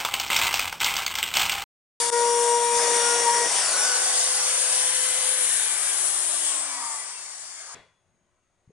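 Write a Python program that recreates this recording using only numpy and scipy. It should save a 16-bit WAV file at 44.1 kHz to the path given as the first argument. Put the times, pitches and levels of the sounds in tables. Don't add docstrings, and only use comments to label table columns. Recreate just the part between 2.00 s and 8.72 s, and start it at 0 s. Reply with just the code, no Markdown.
import sys
import numpy as np
from scipy import signal
from scipy.io import wavfile
from scipy.ndimage import uniform_filter1d, map_coordinates

SR = 44100
rng = np.random.default_rng(int(sys.argv[2]) if len(sys.argv) > 2 else 0)


def wav_out(sig):
    wavfile.write(sys.argv[1], SR, np.round(np.clip(np.atleast_2d(sig).T, -1, 1) * 32767).astype(np.int16))


N = 296352


# hz, relative_db_per_hz
GARAGE_COLOUR = [(15, -35), (25, -5), (75, 2), (180, -5), (437, -10), (594, -6), (657, -8), (1500, -12),
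                 (2500, -16), (5210, -24), (6200, -21), (6600, -13), (7000, -23), (9130, -21), (11200, -32),
                 (14600, -62), (22000, -120)]
GARAGE_LEVEL_DB = -73
# pitch_hz, level_db
GARAGE_TONES = [(360, -87), (1922, -93), (6487, -94), (6605, -87), (8888, -98)]
# hz, relative_db_per_hz
AFTER_COLOUR = [(40, -14), (150, -3), (300, -9), (500, -3), (1000, -6), (2200, -6), (3000, -12),
                (6000, -17), (9000, -22), (11200, -30)]
AFTER_START_DB, AFTER_DB_PER_S = -47, -135
RING_HZ, RING_START_DB, RING_DB_PER_S = 3400, -60, -100

# start_s, level_db, pitch_hz, time_to_fall_60_db_s
THUMPS = [(.768, -36, 80, .04), (.77, -36, 300, .025), (1.46, -42, 180, .05), (1.515, -44, 110, .06),
          (1.66, -48, 115, .18), (5.742, -53, 140, .04), (6.676, -38, 120, .03), (6.694, -40, 170, .03),
          (6.704, -42, 430, .025)]

# hz, likeness (1 is the same)
LIKENESS = [(60, 0.31), (140, 0.46), (250, 0.91), (600, 0.78), (1400, 0.85), (3000, 0.56), (6000, 0.43),
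            (8500, 0.31), (11000, 0.57)]
# hz, change_db
IN_CUT_COLOUR = [(450, 3.5), (600, 3.5), (750, -1), (900, 0.5), (1150, 3), (1350, -4), (1600, 0.5),
                 (1800, -2.5), (2000, 1.5), (2450, 0.5), (2750, -3.5), (3150, -2.5), (3600, 4), (3900, -1),
                 (4700, 1.5), (5100, 0), (5350, 2), (5900, -0.5), (6400, 2.5)]
STREAK_DB = 2.24

# time_s, fan_hiss_db, rasp_db, buzz_db, rumble_db
AIR_LEVELS = [(0, -24.5, -27.5, -37, -35.5), (.14, -29.5, -33, -42, -36.5), (.72, -28.5, -36, -40.5, -37.5),
              (.79, -26, -29.5, -39.5, -32), (1, -26, -30.5, -36.5, -31.5), (1.45, -27, -32.5, -40, -33.5),
              (1.56, -24.5, -28, -36.5, -30.5), (2, -24.5, -28, -37.5, -33), (2.4, -25, -27.5, -36, -36),
              (2.9, -24.5, -30.5, -35, -38), (3.45, -24.5, -34.5, -35, -38.5),
              (4.1, -26.5, -34.5, -40, -39), (4.5, -26, -40, -38.5, -40), (4.78, -34, -38.5, -47.5, -43.5),
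              (4.92, -31.5, -37.5, -49.5, -46.5), (5.04, -37, -42, -51, -46.5),
              (5.33, -42, -41.5, -54.5, -52.5), (5.7, -46, -44, -56.5, -51)]
# hz, relative_db_per_hz
HISS_COLOUR = [(3240, -51.5), (5500, -12.5), (6500, -11.5), (8930, 1), (10400, -5), (11200, -14),
               (14600, -40), (22000, -120)]
# time_s, factor_on_hz
HISS_SHIFT = [(0, 1.015), (2.3, 0.99), (2.9, 1.02), (3.6, 1.023), (4.15, 1.027), (4.5, 0.96), (4.9, 0.94),
              (5.7, 0.97)]
# hz, relative_db_per_hz
RASP_COLOUR = [(3600, -36.5), (4400, -5.5), (4800, -2), (5150, -5.5), (5650, -2), (6200, -4.5), (7200, 0),
               (8200, -22)]
# hz, relative_db_per_hz
BUZZ_COLOUR = [(2100, -38), (2700, -1.5), (3300, 1.5), (3900, 1), (4500, -3), (5200, -36.5)]
# hz, relative_db_per_hz
RUMBLE_COLOUR = [(35, -68), (60, -54.5), (195, -26), (357, -11), (435, -7), (688, 1), (908, -1),
                 (1120, 0.5), (1240, -1.5), (1560, 0.5), (2350, -3), (3000, -6.5), (3900, -16),
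                 (6600, -120)]
# hz, relative_db_per_hz
SQUEAL_COLOUR = [(5000, -34), (5500, -9.5), (5700, -9.5), (5800, -9), (6400, -27)]
SQUEAL_DB = -34.5
# time_s, change_db
SQUEAL_SWELL = [(0, -3.5), (.25, -6), (.8, -2.5), (1.3, -1), (1.7, 3.5), (1.95, -0.5), (2.1, -7),
                (2.4, -31)]
# hz, relative_db_per_hz
SHUDDER_COLOUR = [(60, -38.5), (130, -13.5), (200, -8.5), (350, 3), (450, 10.5), (650, -24.5)]
SHUDDER_DB = -55.5
# hz, relative_db_per_hz
WHIRR_COLOUR = [(1250, -35.5), (1500, -4.5), (1650, -2), (1900, -3), (2100, -2), (2400, -2.5), (2700, -30)]
# time_s, level_db
WHIRR_LEVEL = [(2.1, -62.5), (2.5, -42), (3.6, -38), (4, -44.5), (4.4, -54)]
# hz, relative_db_per_hz
GROWL_COLOUR = [(1200, -34), (1420, -5.5), (1490, 0), (1560, -6.5), (1800, -35.5)]
# time_s, level_db
GROWL_LEVEL = [(1.6, -67), (1.75, -42.5), (1.95, -36.5), (2.1, -49), (2.3, -79)]
# hz, relative_db_per_hz
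DRONE_COLOUR = [(550, -35.5), (760, -7.5), (900, -3), (1150, -0.5), (1300, -3), (1600, -34.5)]
# time_s, level_db
DRONE_LEVEL = [(4.3, -70), (4.55, -48), (4.8, -39.5), (4.95, -45), (5.15, -59), (5.45, -57.5), (5.74, -50)]
# time_s, level_db
RATTLE_LEVEL = [(2, -55), (2.5, -49), (3.7, -56), (4.4, -73), (4.7, -48.5), (4.92, -44.5), (5.1, -47.5),
                (5.7, -76)]
# time_s, extra_path_m, strength
PANEL_ECHO = [(0, .118, .1), (1.45, .118, .2), (1.58, .118, .26), (1.7, .147, .34), (1.78, .175, .36),
              (1.89, .215, .36), (1.97, .25, .24), (2.05, .29, .18), (2.13, .305, .15), (2.3, .36, 0)]
# time_s, hiss_db, rasp_db, rumble_db
LEFT_MINUS_RIGHT = [(0, 5.5, 3.5, 6.5), (.6, 6.5, 4, 5), (1.5, 5.5, 3.5, 4), (2.2, 3, 3, 1.5),
                    (2.7, 7, 1.5, 2), (3.45, 10, 1, 2.5), (4.3, 9.5, 4, 2), (4.6, 7.5, 6, 1.5),
                    (5.7, 5.5, 7, 3.5)]
# time_s, delay_samples
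LEFT_LAG = [(0, 0), (1.6, 0), (2, 3), (6, 4)]

# pitch_hz, width_hz, peak_db
HOUSING = [(970, 250, -1), (1180, 82, -1.5), (1650, 120, -8), (1990, 110, -1.5), (2280, 120, -1.5),
           (2450, 110, -12), (3300, 130, -6)]
# order, relative_db, change_late_in_coast_db
BEARING_TONES = [(3.58, -43, -4), (4.17, -57, -6), (4.6, -45, -12), (5.62, -45, 0), (6.17, -56, -4),
                 (7.17, -42, -4), (8.21, -42, 5), (9.17, -56, 0)]
# time_s, change_db
BEARING_LEVEL = [(0, -24), (3.3, -17), (3.5, -10), (3.85, -0.5), (4, -13), (4.45, -10.5), (4.55, -5),
                 (4.92, 0), (5.05, -16), (5.75, -32)]
LATE_S = 4.97
# loudest_at_s, level_db, rise_s, then_db_per_s
WHISTLE = (4.95, -45, .22, -8)
WHISTLE_ORDER = 39.3

# order, before_dip_db, early_cut_db, late_cut_db, free_db, coast_db
ORDERS = [(1, -35.5, -25.5, -30, -45.5, -58), (2, -32, -25, -29.5, -64.5, -77),
          (3, -49, -43, -56.5, -49.5, -85), (4, -47.5, -50.5, -34.5, -64.5, -67),
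          (5, -62.5, -54, -49, -55.5, -71.5), (6, -48, -53.5, -49.5, -68, -70),
          (12, -53.5, -36.5, -36.5, -44.5, -59)]
# order, level_at_full_bite_db
UPPER_ORDERS = [(7, -53), (8, -57), (9, -56), (10, -57), (11, -56), (14, -49), (15, -48), (16, -52),
                (18, -47), (20, -48), (21, -50)]
# pitch_hz, level_at_full_bite_db
LOAD_HUM = [(119, -68.5), (237, -65)]
# peak_s, order, peak_db, half_width_s
SWELLS = [(.15, 3, -46, 0.058), (.17, 4, -40, 0.04), (.88, 4, -50, 0.039), (1.1, 3, -32.5, 0.093),
          (1.4, 3, -43, 0.07), (1.45, 4, -42.5, 0.034), (1.55, 2, -37, .07), (1.52, 12, -34, 0.062),
          (1.85, 3, -38, 0.18), (1.85, 12, -37, 0.11), (1.85, 4, -50.5, .05), (2.8, 2, -49.5, 0.3),
          (3.1, 4, -43.5, 0.27), (.7, 5, -45.5, 0.087), (.45, 6, -55, 0.22), (1.1, 6, -45.5, 0.22),
          (2.6, 5, -50.5, 0.37), (3.05, 6, -46, 0.58), (3.88, 4, -46, 0.065), (5.18, 12, -51, 0.04),
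          (5.6, 12, -54, 0.05)]
# time_s, order_1_db, order_2_db, order_12_db
CUT_LEVELS = [(.13, -26, -28, -42), (.2, -26, -25, -44.5), (.25, -26.5, -25.5, -37), (.38, -25, -28, -39),
              (.46, -26, -28, -45), (.544, -24, -24, -34.5), (.618, -29.5, -25, -49.5),
              (.66, -29, -26.5, -39.5), (.77, -28, -26, -39), (.82, -29, -31, -41), (.9, -28.5, -29.5, -38),
              (1.05, -31, -30.5, -33), (1.16, -31, -30.5, -36), (1.234, -32, -34, -34.5),
              (1.282, -33, -19, -48), (1.33, -33.5, -26, -37), (1.368, -34.5, -27, -30),
              (1.41, -29.5, -28.5, -44.5), (1.47, -36, -36.5, -40)]
CUT_ORDERS = (1, 2, 12)
LEAVE_S, BUILD_S, DIE_S = 0.026, 0.39, 0.12
LEAVE_DIP_DB = -16
FREE_BITE_DB, COAST_BITE_DB = -11.5, -52.5
FADE_S, FADE_DB_PER_S = 4.82, -150

OUT_S, OFF_S, END_S = 1.47, 3.403, 5.745
LOADED_HZ, CREEP_HZ_PER_S, WOBBLE_HZ = 474.2, .6, .3
SNAG_S, SNAG_HZ, SNAG_WIDTH_S = 1.283, 5, .025
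FREE_HZ, RUN_UP_S = 510.5, .5
FRICTION_HZ_PER_S, DRAG_PER_TURN = 79.8, 6.39e-4

DRIFT_SAMPLES = 2.3
LOW_CUT_HZ, EDGE_HZ = 150, 11080
DROP_S, DROP_DB, BACK_S = .104, -22, .025


def clock():
    return np.arange(N) / SR


def gain_of(db):
    return np.exp(np.asarray(db) * np.log(10) / 20)


def evened(x):
    return x / np.sqrt(np.mean(x ** 2) + 1e-20)


def read(points, hz):
    f, value = np.transpose(points)
    return np.interp(np.log(hz + 1), np.log(f + 1), value)


def played(rows):
    s, *columns = np.transpose(rows)
    return [np.interp(clock(), s, column) for column in columns]


def wander(per_s):
    steps = rng.standard_normal(int(N / SR * per_s) + 2)
    return evened(np.interp(clock() * per_s, np.arange(len(steps)), steps))


def delayed(x, samples):
    return map_coordinates(x, [np.arange(N) - samples], order=3, mode="nearest")


def placed(x, pan_db):
    return x * gain_of([pan_db / 2, -pan_db / 2])


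def tone(hz, db, flutter_db, start=None):
    start = rng.random() if start is None else start
    angle = 2 * np.pi * (np.cumsum(hz * np.ones(N)) / SR + start)
    level = gain_of(db + flutter_db * wander(per_s=30))
    return np.sqrt(2) * level * np.cos(angle)


def noise(colour, patchy_db, in_cut=False, shift=((0, 1), (1, 1))):
    frames, hz = N // 256 + 5, np.fft.rfftfreq(1024, 1 / SR)
    t = np.arange(frames) * 256 / SR
    a, b, c, d, raw = rng.standard_normal((frames, 513, 5)).T
    streaks = uniform_filter1d(raw[::-1], size=2, axis=0)
    streaks = evened(uniform_filter1d(streaks, size=30, axis=1))
    patches = uniform_filter1d(raw, size=12, axis=0)
    patches = evened(uniform_filter1d(patches, size=16, axis=1))
    same = np.clip(read(LIKENESS, hz), -1, 1)[:, None]
    left = a + 1j * b
    right = same * left + np.sqrt(1 - same ** 2) * (c + 1j * d)
    cutting = np.clip((OUT_S - t) / .1 + 1, 0, 1) * in_cut
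    colour_db = read(colour, hz[:, None] / np.interp(t, *np.transpose(shift)))
    colour_db = colour_db + read(IN_CUT_COLOUR, hz)[:, None] * cutting
    spectra = np.array([left, right]) * gain_of(colour_db + patchy_db * patches + STREAK_DB * streaks)
    return evened(signal.istft(spectra, nperseg=1024, noverlap=768)[1][:, :N])


def garage():
    room = gain_of(GARAGE_LEVEL_DB) * noise(GARAGE_COLOUR, 0.5)
    room = room + sum(tone(hz, db, 2.5) for hz, db in GARAGE_TONES)
    since = np.maximum(clock() - END_S, 0)
    tail = gain_of(AFTER_START_DB + AFTER_DB_PER_S * since) * noise(AFTER_COLOUR, 0.72)
    ring = tone(RING_HZ + 25 * wander(per_s=60), RING_START_DB + RING_DB_PER_S * since, 1.5)
    return room + (tail + ring) * (since > 0)


def thumps():
    out, t = np.zeros(N), np.arange(8000) / SR
    for start_s, db, hz, t60 in THUMPS:
        rise = 1 - np.exp(-t / (0.11 * t60))
        thump = rise * gain_of(db - 60 * t / t60) * np.sin(2 * np.pi * hz * t)
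        part = out[round(start_s * SR):][:len(t)]
        part += thump[:len(part)]
    return out


def staged(before, early, late, left, free, coast):
    s = [DROP_S, DROP_S + BACK_S, OUT_S, OUT_S + LEAVE_S, OUT_S + BUILD_S, OFF_S, OFF_S + DIE_S]
    return np.interp(clock(), s, [before, early, late, left, free, free, coast])


def bite_db():
    return staged(0, 0, 2.0, FREE_BITE_DB, FREE_BITE_DB, COAST_BITE_DB)


def housing(hz):
    return sum(gain_of(db) / (1 + ((hz - f) / (width / 2)) ** 2) for f, width, db in HOUSING)


def rattle():
    hz = np.geomspace(300, 6000, num=200)
    colour = np.transpose([hz, 20 * np.log10(housing(hz))])
    return gain_of(played(RATTLE_LEVEL)[0]) * noise(colour, 2.1)


def airflow(turns):
    hiss_db, rasp_db, buzz_db, rumble_db = played(AIR_LEVELS)
    hiss_pan, rasp_pan, rumble_pan = played(LEFT_MINUS_RIGHT)
    hiss = gain_of(hiss_db) * noise(HISS_COLOUR, 1.0, shift=HISS_SHIFT)
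    rasp = gain_of(rasp_db) * noise(RASP_COLOUR, 1.5, in_cut=True)
    rasp += gain_of(buzz_db) * noise(BUZZ_COLOUR, 0.36, in_cut=True)
    squeal = gain_of(SQUEAL_DB + played(SQUEAL_SWELL)[0]) * noise(SQUEAL_COLOUR, 3.1)
    bright = placed(hiss, hiss_pan) + placed(rasp + squeal, rasp_pan)
    bright *= 1 + 0.087 * np.cos(2 * np.pi * np.cumsum(turns) / SR)

    path_m, strength = played(PANEL_ECHO)
    echo = np.array([delayed(side, path_m / 343 * SR) for side in bright])
    bright = (bright + strength * echo) / np.sqrt(1 + strength ** 2)
    bright *= gain_of(0.5 * wander(per_s=25))

    low = gain_of(rumble_db) * noise(RUMBLE_COLOUR, 0.72, in_cut=True)
    low += gain_of(SHUDDER_DB + 3.4 * bite_db()) * noise(SHUDDER_COLOUR, 3.5)
    low += gain_of(played(WHIRR_LEVEL)[0]) * noise(WHIRR_COLOUR, 1.5)
    low += gain_of(played(GROWL_LEVEL)[0]) * noise(GROWL_COLOUR, 1.5)
    low += gain_of(played(DRONE_LEVEL)[0]) * noise(DRONE_COLOUR, 2.5)
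    return bright + placed(low + rattle(), rumble_pan)


def bearings(turns):
    balls, t = np.zeros(N), clock()
    late = np.clip((t - LATE_S) / .05, 0, 1)
    for order, db, late_db in BEARING_TONES:
        balls += housing(order * turns) * tone(order * turns, db + late_db * late, 3.5)
    peak_s, db, rise_s, fall_db = WHISTLE
    level_db = db + fall_db * np.maximum(t - peak_s, 0)
    level_db -= 10 * (np.maximum(peak_s - t, 0) / rise_s) ** 2
    whistle = tone(WHISTLE_ORDER * turns, level_db, 2.0)
    return balls * gain_of(played(BEARING_LEVEL)[0]) + whistle


def speed():
    t = clock()
    loaded = LOADED_HZ + CREEP_HZ_PER_S * np.minimum(t, OUT_S)
    loaded += WOBBLE_HZ * wander(per_s=12) * (t < OUT_S)
    loaded -= SNAG_HZ * np.exp(-((t - SNAG_S) / SNAG_WIDTH_S) ** 2)
    free_time = np.clip(t - OUT_S, 0, OFF_S - OUT_S)
    powered = FREE_HZ - (FREE_HZ - loaded) * np.exp(-free_time / RUN_UP_S)
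    even = np.sqrt(FRICTION_HZ_PER_S / DRAG_PER_TURN)
    coast_time = np.maximum(t - OFF_S, 0)
    return even * np.tan(np.arctan(powered / even) - even * DRAG_PER_TURN * coast_time)


def order_db(order, before, early, late, free, coast):
    t = clock()
    stage_db = staged(before, early, late, free + LEAVE_DIP_DB, free, coast)
    level = gain_of(stage_db + FADE_DB_PER_S * np.maximum(t - FADE_S, 0))
    for peak_s, swelling, db, width_s in SWELLS:
        if round(swelling) == round(order):
            level = level + gain_of(db) * np.exp(-((t - peak_s) / width_s) ** 2)
    level_db = 20 * np.log10(level + 1e-9)
    if round(order) in CUT_ORDERS:
        cutting = (t > DROP_S) & (t < OUT_S)
        cut_db = played(CUT_LEVELS)[CUT_ORDERS.index(round(order))]
        level_db = np.where(cutting, cut_db, level_db)
    return uniform_filter1d(level_db, size=400)


def shaft(turns):
    first, *rest, commutator = ORDERS
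    low = tone(turns, order_db(*first), 0.5, start=.5)
    low += sum(tone(round(row[0]) * turns, order_db(*row), 0.71, start=0.48) for row in rest)
    low += sum(tone(hz, db + 3.3 * bite_db(), 4.1) for hz, db in LOAD_HUM)
    high = tone(round(commutator[0]) * turns, order_db(*commutator), 0.94)
    high += sum(tone(order * turns, db + bite_db(), 2.6) for order, db in UPPER_ORDERS)
    return low, high


def scene():
    turns, pan_db = speed(), played(LEFT_MINUS_RIGHT)[-1]
    whine, upper = shaft(turns)
    whine = np.array([whine, delayed(whine, DRIFT_SAMPLES * wander(per_s=3))])
    tones = placed(whine + upper, pan_db) + bearings(turns) * gain_of([[2.5], [-2.5]])
    low_cut = signal.butter(2, LOW_CUT_HZ, "high", fs=SR, output="sos")
    left, right = signal.sosfilt(low_cut, airflow(turns) + tones)
    ending = np.clip((END_S - clock()) / .004 + 1, 0, 1)
    saw = np.array([delayed(left, played(LEFT_LAG)[0]), right]) * ending
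    return saw + placed(thumps(), pan_db) + garage() * gain_of([[1.8], [-1.8]])


def record(dry):
    since = clock() - DROP_S
    dip = np.clip(since / .002 + .5, 0, 1) * np.clip(1 - since / BACK_S, 0, 1)
    dipped = dry * gain_of(DROP_DB * dip)
    dipped = dipped * np.clip(clock() / .002, 0, 1)
    treble_cut = signal.firwin(1023, EDGE_HZ, window=("kaiser", 9), fs=SR)
    return signal.oaconvolve(dipped, treble_cut[None], "same")


dry = scene()
out = record(dry)
wav_out(out)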